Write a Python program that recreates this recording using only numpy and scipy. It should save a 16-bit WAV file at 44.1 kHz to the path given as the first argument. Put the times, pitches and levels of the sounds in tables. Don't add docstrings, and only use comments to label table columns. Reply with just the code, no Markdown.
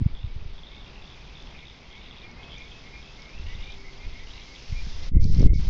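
import sys
import numpy as np
from scipy import signal
from scipy.fft import rfft, irfft
from scipy.io import wavfile
from scipy.ndimage import uniform_filter1d

SR = 44100
rng = np.random.default_rng(int(sys.argv[2]) if len(sys.argv) > 2 else 0)


def bounce(signal):
    frames = np.transpose(np.atleast_2d(signal))
    limited = np.clip(frames, -1, 1)
    pcm = np.round(limited * 32767).astype(np.int16)
    wavfile.write(sys.argv[1], SR, pcm)


N = 250929
T = np.arange(N) / SR


def whistles(throb_hz=32, throb_db=2.5, buzz_hz=184.2, buzz_depth=0.21, scoop_hz=40, overhang_s=0.018):
    # start in seconds, length in seconds, starting pitch in Hz, rise in Hz, level in dB.
    notes = [(0.036, 0.071, 2210, 59, -63.5), (.275, 0.062, 2226, 58, -63), (.705, 0.091, 2175, 34, -60.5),
             (.865, .06, 2400, 67, -63), (1.33, 0.046, 2185, 60, -61), (1.515, .08, 2110, 93, -59),
             (1.571, 0.073, 2350, 63, -65), (1.6, 0.066, 2150, 87, -55.5), (1.915, 0.094, 2133, 110, -55),
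             (2.213, 0.063, 2350, 88, -56.5), (2.235, 0.11, 2180, 20, -55.5),
             (2.339, 0.13, 2054, 194, -58.5), (2.38, 0.14, 2500, 120, -58), (2.52, 0.068, 2200, 53, -56),
             (2.545, 0.12, 2370, 79, -55), (2.589, 0.091, 2135, 140, -53.5), (2.717, 0.1, 2570, 57, -58.5),
             (2.84, .075, 2100, 106, -55.5), (2.915, 0.1, 2120, 100, -55.5), (2.933, .075, 2374, 71, -56),
             (3.044, 0.07, 2610, 27, -58), (3.16, 0.1, 2110, 130, -56.5), (3.235, 0.07, 2107, 75, -56),
             (3.28, .09, 2334, 110, -60), (3.342, 0.069, 2550, 170, -58.5), (3.463, 0.072, 2183, 89, -56.5),
             (3.474, 0.098, 1904, 210, -54), (3.57, .1, 2090, 130, -57.5), (3.635, 0.11, 2350, 80, -55),
             (3.78, 0.066, 2200, 59, -55.5), (3.843, 0.063, 2030, 73, -55), (3.855, 0.061, 2157, 79, -57.5),
             (4.002, 0.079, 2103, 110, -55), (4.005, 0.088, 2360, 156, -58), (4.125, 0.1, 2084, 200, -54.5),
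             (4.207, 0.061, 1990, 114, -55), (4.349, 0.067, 2020, 120, -57), (4.355, .1, 2196, 160, -57.5),
             (4.477, 0.098, 2130, 120, -56), (4.722, .085, 2090, 185, -54.5), (4.762, .06, 2375, 40, -52.5),
             (4.97, 0.084, 2023, 93, -61), (5.146, 0.068, 2077, 50, -60), (5.214, 0.039, 2270, 90, -59),
             (5.28, 0.053, 1930, 80, -66), (5.36, 0.066, 2070, 123, -57), (5.462, 0.059, 2073, 83, -57.5),
             (5.525, 0.057, 2182, 50, -53)]
    wobble = 1 + 0.0092 * walk(rate=200)
    hoarse = undb(2.0 * walk(rate=160)) + undb(-9) * walk(rate=530)
    faint = [(when, 0.05, 2192.5, 112, -71.5) for when in at_random(count=10)]
    out = np.zeros(N)
    for start, length, start_hz, rise_hz, db in notes + faint:
        progress = np.linspace(0, 1, int((length + overhang_s) * SR))
        now = (int(start * SR) + np.arange(len(progress))) % N
        hz = (start_hz + rise_hz * progress - scoop_hz * (1 - progress) ** 4) * wobble[now]
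        tone = np.sin(2 * np.pi * np.cumsum(hz) / SR)
        turn = 2 * np.pi * T[:len(progress)]
        throb = undb(-throb_db * np.cos(throb_hz * turn))
        buzz = 1 + buzz_depth * np.sin(buzz_hz * turn)
        swell = np.sqrt(np.abs(np.sin(np.pi * progress ** 1.25)))
        add(out, start - 0.76 * overhang_s, undb(db) * unit(swell * hoarse[now] * throb * buzz * tone))
    return undb(0.76) * trees(out, t60=.22, wet_db=-6)


def trills(scatter_db=1.7, scatter_pitch=0.025, jitter_s=.0006, fade_db=-3.5):
    # start in seconds, length in seconds, pulses per second, pitch in Hz, level in dB.
    calls = [(.151, .06, 48, 3460, -54), (.215, .06, 60, 3600, -58), (0.211, .04, 45, 2670, -60.5),
             (.58, 0.023, 81, 3485, -52), (.634, .022, 77, 3490, -49), (.67, .03, 54, 3560, -51),
             (0.717, .13, 62, 3460, -55), (0.755, .04, 70, 2600, -59), (.863, .055, 55, 3630, -60),
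             (.865, .05, 50, 2720, -58), (.959, .095, 48, 2710, -56), (1.025, 0.033, 55, 3530, -56),
             (1.057, .1, 45, 3440, -55), (1.158, .08, 58, 2500, -60), (1.251, .06, 50, 3380, -60),
             (1.279, .15, 42, 2620, -61), (1.354, .07, 60, 3500, -53.5), (1.55, .025, 72, 2560, -52),
             (1.591, 0.024, 70, 3560, -53), (1.596, .07, 60, 2590, -60), (1.655, .075, 68, 3520, -52.5),
             (1.912, .055, 58, 3300, -53.5), (1.979, .11, 56, 3560, -59), (2.0, .08, 55, 2700, -60),
             (2.111, 0.015, 58, 3420, -48.5), (2.129, .047, 65, 2570, -57), (2.166, .08, 58, 3520, -54),
             (2.432, .018, 100, 3280, -46.5), (2.497, .074, 89, 3270, -47.5), (2.621, .1, 50, 3520, -57),
             (2.721, .12, 55, 3350, -59.5), (3.045, .125, 65, 3330, -59), (3.38, 0.033, 55, 2740, -58),
             (3.467, .065, 53, 2880, -53.5), (3.465, 0.053, 53, 3650, -59), (3.552, .015, 60, 3540, -49),
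             (3.589, .1, 45, 2870, -55), (3.608, .145, 60, 3590, -54.5), (4.037, .17, 45, 2665, -63),
             (4.273, .03, 48, 2830, -54), (4.338, 0.069, 48, 2800, -56), (4.336, 0.069, 48, 3800, -54.5),
             (4.561, .16, 50, 2650, -58), (4.837, .16, 54, 3500, -58.5)]
    faint = [(when, .12, 76, 3200, -67) for when in at_random(count=9)]
    faint += [(when, .119, 84, 2535, -64.5) for when in at_random(count=9)]
    out = np.zeros(N)
    for start, length, rate, hz, db in calls + faint:
        ring_s = .00125 * 3500 / hz
        call = np.zeros(N // 8)
        for t, (late, size, sharp) in zip(np.arange(0, length, 1 / rate), rng.standard_normal((32, 3))):
            strength = undb(scatter_db * size + fade_db * t / length)
            pulse = strength * vocal_sac(hz * (1 + scatter_pitch * sharp), ring_s)
            onset = int(max(t + jitter_s * late, 0) * SR)
            call[onset:onset + len(pulse)] += pulse
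        add(out, start - ring_s, undb(db) * call * np.sqrt(length * SR / np.sum(call ** 2)))
    return trees(out, t60=.28, wet_db=-4.5)


def vocal_sac(hz, rise_s):
    t = T[:SR // 40]
    envelope = (t / rise_s * np.exp(1 - t / rise_s)) ** 2
    return envelope * np.sin(2 * np.pi * hz * t + rng.uniform(0, 2 * np.pi))


def trees(dry, t60, wet_db):
    tail = rng.standard_normal(SR) * np.exp(-np.log(1000) * T[:SR] / t60)
    wet = undb(wet_db) * signal.fftconvolve(dry, tail / np.linalg.norm(tail))[:N]
    return (dry + wet) / np.hypot(1, undb(wet_db))


def wind(rumble_db=-3, flutter_db=-12.5, flutter_growth=1.685, edge_ratio=3.6):
    # frequency in Hz, relative spectral density in dB.
    rumble_spectrum = [(8, 0.5), (24, 2), (45, -10), (70, -12), (110, -23), (200, -55), (500, -118.5)]
    flutter_spectrum = [(50, -26), (90, -2), (125, 3), (165, 4), (210, -11), (300, -12.5), (450, -20.5),
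                        (700, -39), (1500, -77.5)]
    # time of reaching full force in seconds, hold in seconds, relative level in dB.
    gusts = [(0, 0.14, -27), (0.226, 0.32, -30.5), (3.38, 0.099, -29), (3.496, 0.12, -29),
             (3.648, 0.71, -38), (4.057, 0.038, -29.5), (4.707, 0.51, -25.5), (5.144, 0.38, -11.5),
             (5.154, 0.02, -8), (5.39, 0.052, -5), (5.577, 0.11, -16)]
    # time in seconds, peak in dB, pitch in Hz, sharp edge in dB relative to the peak.
    buffets = [(.008, -26, 142, -48), (0.016, -16.5, 126, -39), (0.025, -16, 74, -33),
               (.064, -9, 90.4, -41), (.1, -38, 124, -34), (0.246, -20.5, 61, -39), (0.275, -43, 88.4, -36),
               (0.365, -27.5, 64.4, -37), (0.427, -34.5, 99, -31), (.461, -29, 61.4, -33),
               (3.398, -34, 86.6, -30), (3.554, -36, 69.6, -38), (4.067, -32, 46.6, -35),
               (4.727, -20.5, 66, -35), (4.871, -30, 99, -31), (5.12, -24.5, 114, -30),
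               (5.136, -27.5, 104, -24), (5.169, -6.5, 42.7, -7.5), (5.199, -16, 50, -31),
               (5.228, -14, 60, -31), (5.254, -14.5, 104, -26.5), (5.265, -18.5, 45, -34),
               (5.301, -14.5, 78, -22), (5.343, -20, 55, -33), (5.366, -21, 119, -22),
               (5.389, -14.5, 42, -28), (5.408, -9, 137, -28), (5.429, -15, 233, -20.5),
               (5.451, -10, 45, -18), (5.462, -11, 141, -23.5), (5.47, -11, 60, -27),
               (5.504, -10.5, 47.4, -30), (5.534, -24.5, 209, -44), (5.559, -17.5, 93, -31),
               (5.595, -20, 89, -29.5), (5.63, -25, 64.6, -31)]
    force = np.max([undb(db) * gust(start, hold) for start, hold, db in gusts], axis=0)
    rumble = steady(noise(rumble_spectrum)) * undb(rumble_db) * force
    flutter = steady(noise(flutter_spectrum)) * undb(flutter_db) * force ** flutter_growth
    out = rumble + flutter
    for when, db, hz, edge_db in buffets:
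        buffet = push_pull(hz) + undb(edge_db) * push_pull(edge_ratio * hz)
        add(out, when - 1 / 20, undb(db) * buffet)
    return out


def gust(full_at, hold, attack_s=0.063, release_s=0.057):
    build = np.clip(1 + (T - full_at) / attack_s, 0, 1) ** 2
    return build * np.exp(-np.maximum(T - full_at - hold, 0) / release_s)


def push_pull(hz):
    phase = 2 * np.pi * hz * (T[:SR // 10] - 1 / 20)
    return phase * np.exp((1 - phase ** 2) / 2)


def foliage(flicker_db=1.0, tick_s=0.00065, tick_ratio=1.19):
    # frequency in Hz, relative spectral density in dB.
    rustle_spectrum = [(500, -1.5), (1000, -10.5), (1700, -2.5), (3000, -0.5), (4200, 2.5), (5200, 5),
                       (6200, -2), (7200, -14), (8500, -45)]
    # time in seconds, level of the rustle in dB.
    rustle_levels = [(0, -68), (1.2, -59), (2.35, -62.5), (2.6, -57.5), (4.2, -55.5), (4.8, -49),
                     (5.69, -50.5)]
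    # start in seconds, peak in dB, pitch in Hz.
    twigs = [(1.424, -47, 5300), (1.471, -39, 3000), (2.313, -46, 5200), (2.582, -40.5, 5430),
             (3.22, -39, 4950), (3.72, -41, 5000), (5.034, -37, 4730), (5.241, -26.5, 4900),
             (5.328, -38, 4800), (5.346, -35, 4870), (5.378, -35, 4960), (5.395, -32.5, 5340),
             (5.417, -32, 4790)]
    out = noise(rustle_spectrum) * undb(curve(rustle_levels) + flicker_db * walk(rate=180))
    t = T[:SR // 50]
    for when, db, hz in twigs:
        wood = signal.butter(4, [hz / tick_ratio, hz * tick_ratio], "band", fs=SR, output="sos")
        tick = signal.sosfilt(wood, rng.standard_normal(len(t)) * t * np.exp(-t / tick_s))
        add(out, when, undb(db) * tick / np.abs(tick).max())
    return out


def chorus():
    # time in seconds, relative level of the chorus in dB.
    levels = [(0, -65), (1.2, -61.5), (2.1, -59), (3.1, -62), (3.6, -59), (5.69, -59.5)]
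    low = noise([(1600, -30.0), (2000, 0.5), (2200, 1.5), (2550, -1.5), (3000, -3.0), (3600, -53)])
    high = noise([(2600, -31), (3150, 0.5), (3500, 0.0), (3900, -2.5), (4700, -44.5)])
    low *= undb(2.0 * walk(rate=78))
    high *= undb(-1.0 + 4.0 * walk(rate=150))
    return undb(curve(levels)) * (low + high)


def lulls():
    # centre in seconds, width in seconds, depth in dB.
    dips = [(2.35, 0.056, -22), (3.84, .055, -15)]
    return undb(sum(db * np.exp(-((T - when) / width) ** 2) for when, width, db in dips))


def night_air(level_db=-45.5):
    # frequency in Hz, relative spectral density in dB.
    spectrum = [(10, -2), (22, -.5), (58, -2), (90, -14.5), (130, -10.5), (300, -19), (430, -21),
                (620, -24), (880, -22.5), (1500, -28.5), (2300, -29), (5000, -33), (7200, -68), (9000, -78)]
    return noise(spectrum) * undb(level_db + 1.2 * walk(rate=7))


def dropouts(stretch=1, depth_share=1, edge_s=0.028):
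    # start in seconds, length in seconds before stretching, full depth in dB.
    gaps = [(0, 0.035, -4.5), (5.102, 0.097, -34), (5.481, 0.045, -37)]
    db = sum(depth * ((T >= start) & (T < start + stretch * length)) for start, length, depth in gaps)
    return undb(uniform_filter1d(depth_share * db, int(edge_s * SR)))


def hum(pitch_hz=395.5, level_db=-70.5, swell_db=13.5, swell_at_s=3.86, swell_width_s=0.21):
    hz = pitch_hz * (1 + 0.00841 * walk(rate=14))
    tone = unit(np.sin(2 * np.pi * np.cumsum(hz) / SR))
    swell = swell_db * np.exp(-((T - swell_at_s) / swell_width_s) ** 2)
    return tone * undb(level_db + swell + 1.9 * walk(rate=6))


def undb(db):
    return 10 ** (np.asarray(db) / 20)


def unit(x):
    return x / np.sqrt(np.mean(x ** 2) + 1e-20)


def steady(x, window_s=0.11):
    return x / np.sqrt(uniform_filter1d(x ** 2, int(window_s * SR)) + 1e-9)


def curve(rows):
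    return np.interp(T, *np.transpose(rows))


def noise(points):
    hz, db = np.transpose(points)
    gain = undb(np.interp(np.log(np.fft.rfftfreq(N, 1 / SR) + 1), np.log(hz), db))
    gain[0] = 0
    return unit(irfft(rfft(rng.standard_normal(N)) * gain, N))


def walk(rate):
    step = max(int(SR / rate), 1)
    stairs = np.repeat(rng.standard_normal(N // step + 1), step)
    return unit(uniform_filter1d(stairs, step)[:N])


def at_random(count):
    return (np.arange(count) + rng.random(count)) * T[-1] / count


def add(track, start, sound):
    at = int(start * SR) + np.arange(len(sound))
    inside = (at >= 0) & (at < N)
    track[at[inside]] += sound[inside]


def scene(crisp_hz=3000):
    air = night_air()
    leaves = foliage()
    dull = signal.sosfiltfilt(signal.butter(3, crisp_hz, fs=SR, output="sos"), leaves)
    crisp = leaves - dull
    soft = air + dull + (chorus() + trills()) * lulls()
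    hiss = soft * dropouts(stretch=2.25, depth_share=0.72) + crisp * dropouts()
    return (hiss + hum() + whistles() + wind())[None]


def record(dry, ceiling=1.5, top_hz=9000):
    rounded = ceiling * np.tanh(dry / ceiling)
    return signal.sosfilt(signal.ellip(8, .2, 70, top_hz, fs=SR, output="sos"), rounded)


dry = scene()
out = record(dry)
bounce(out)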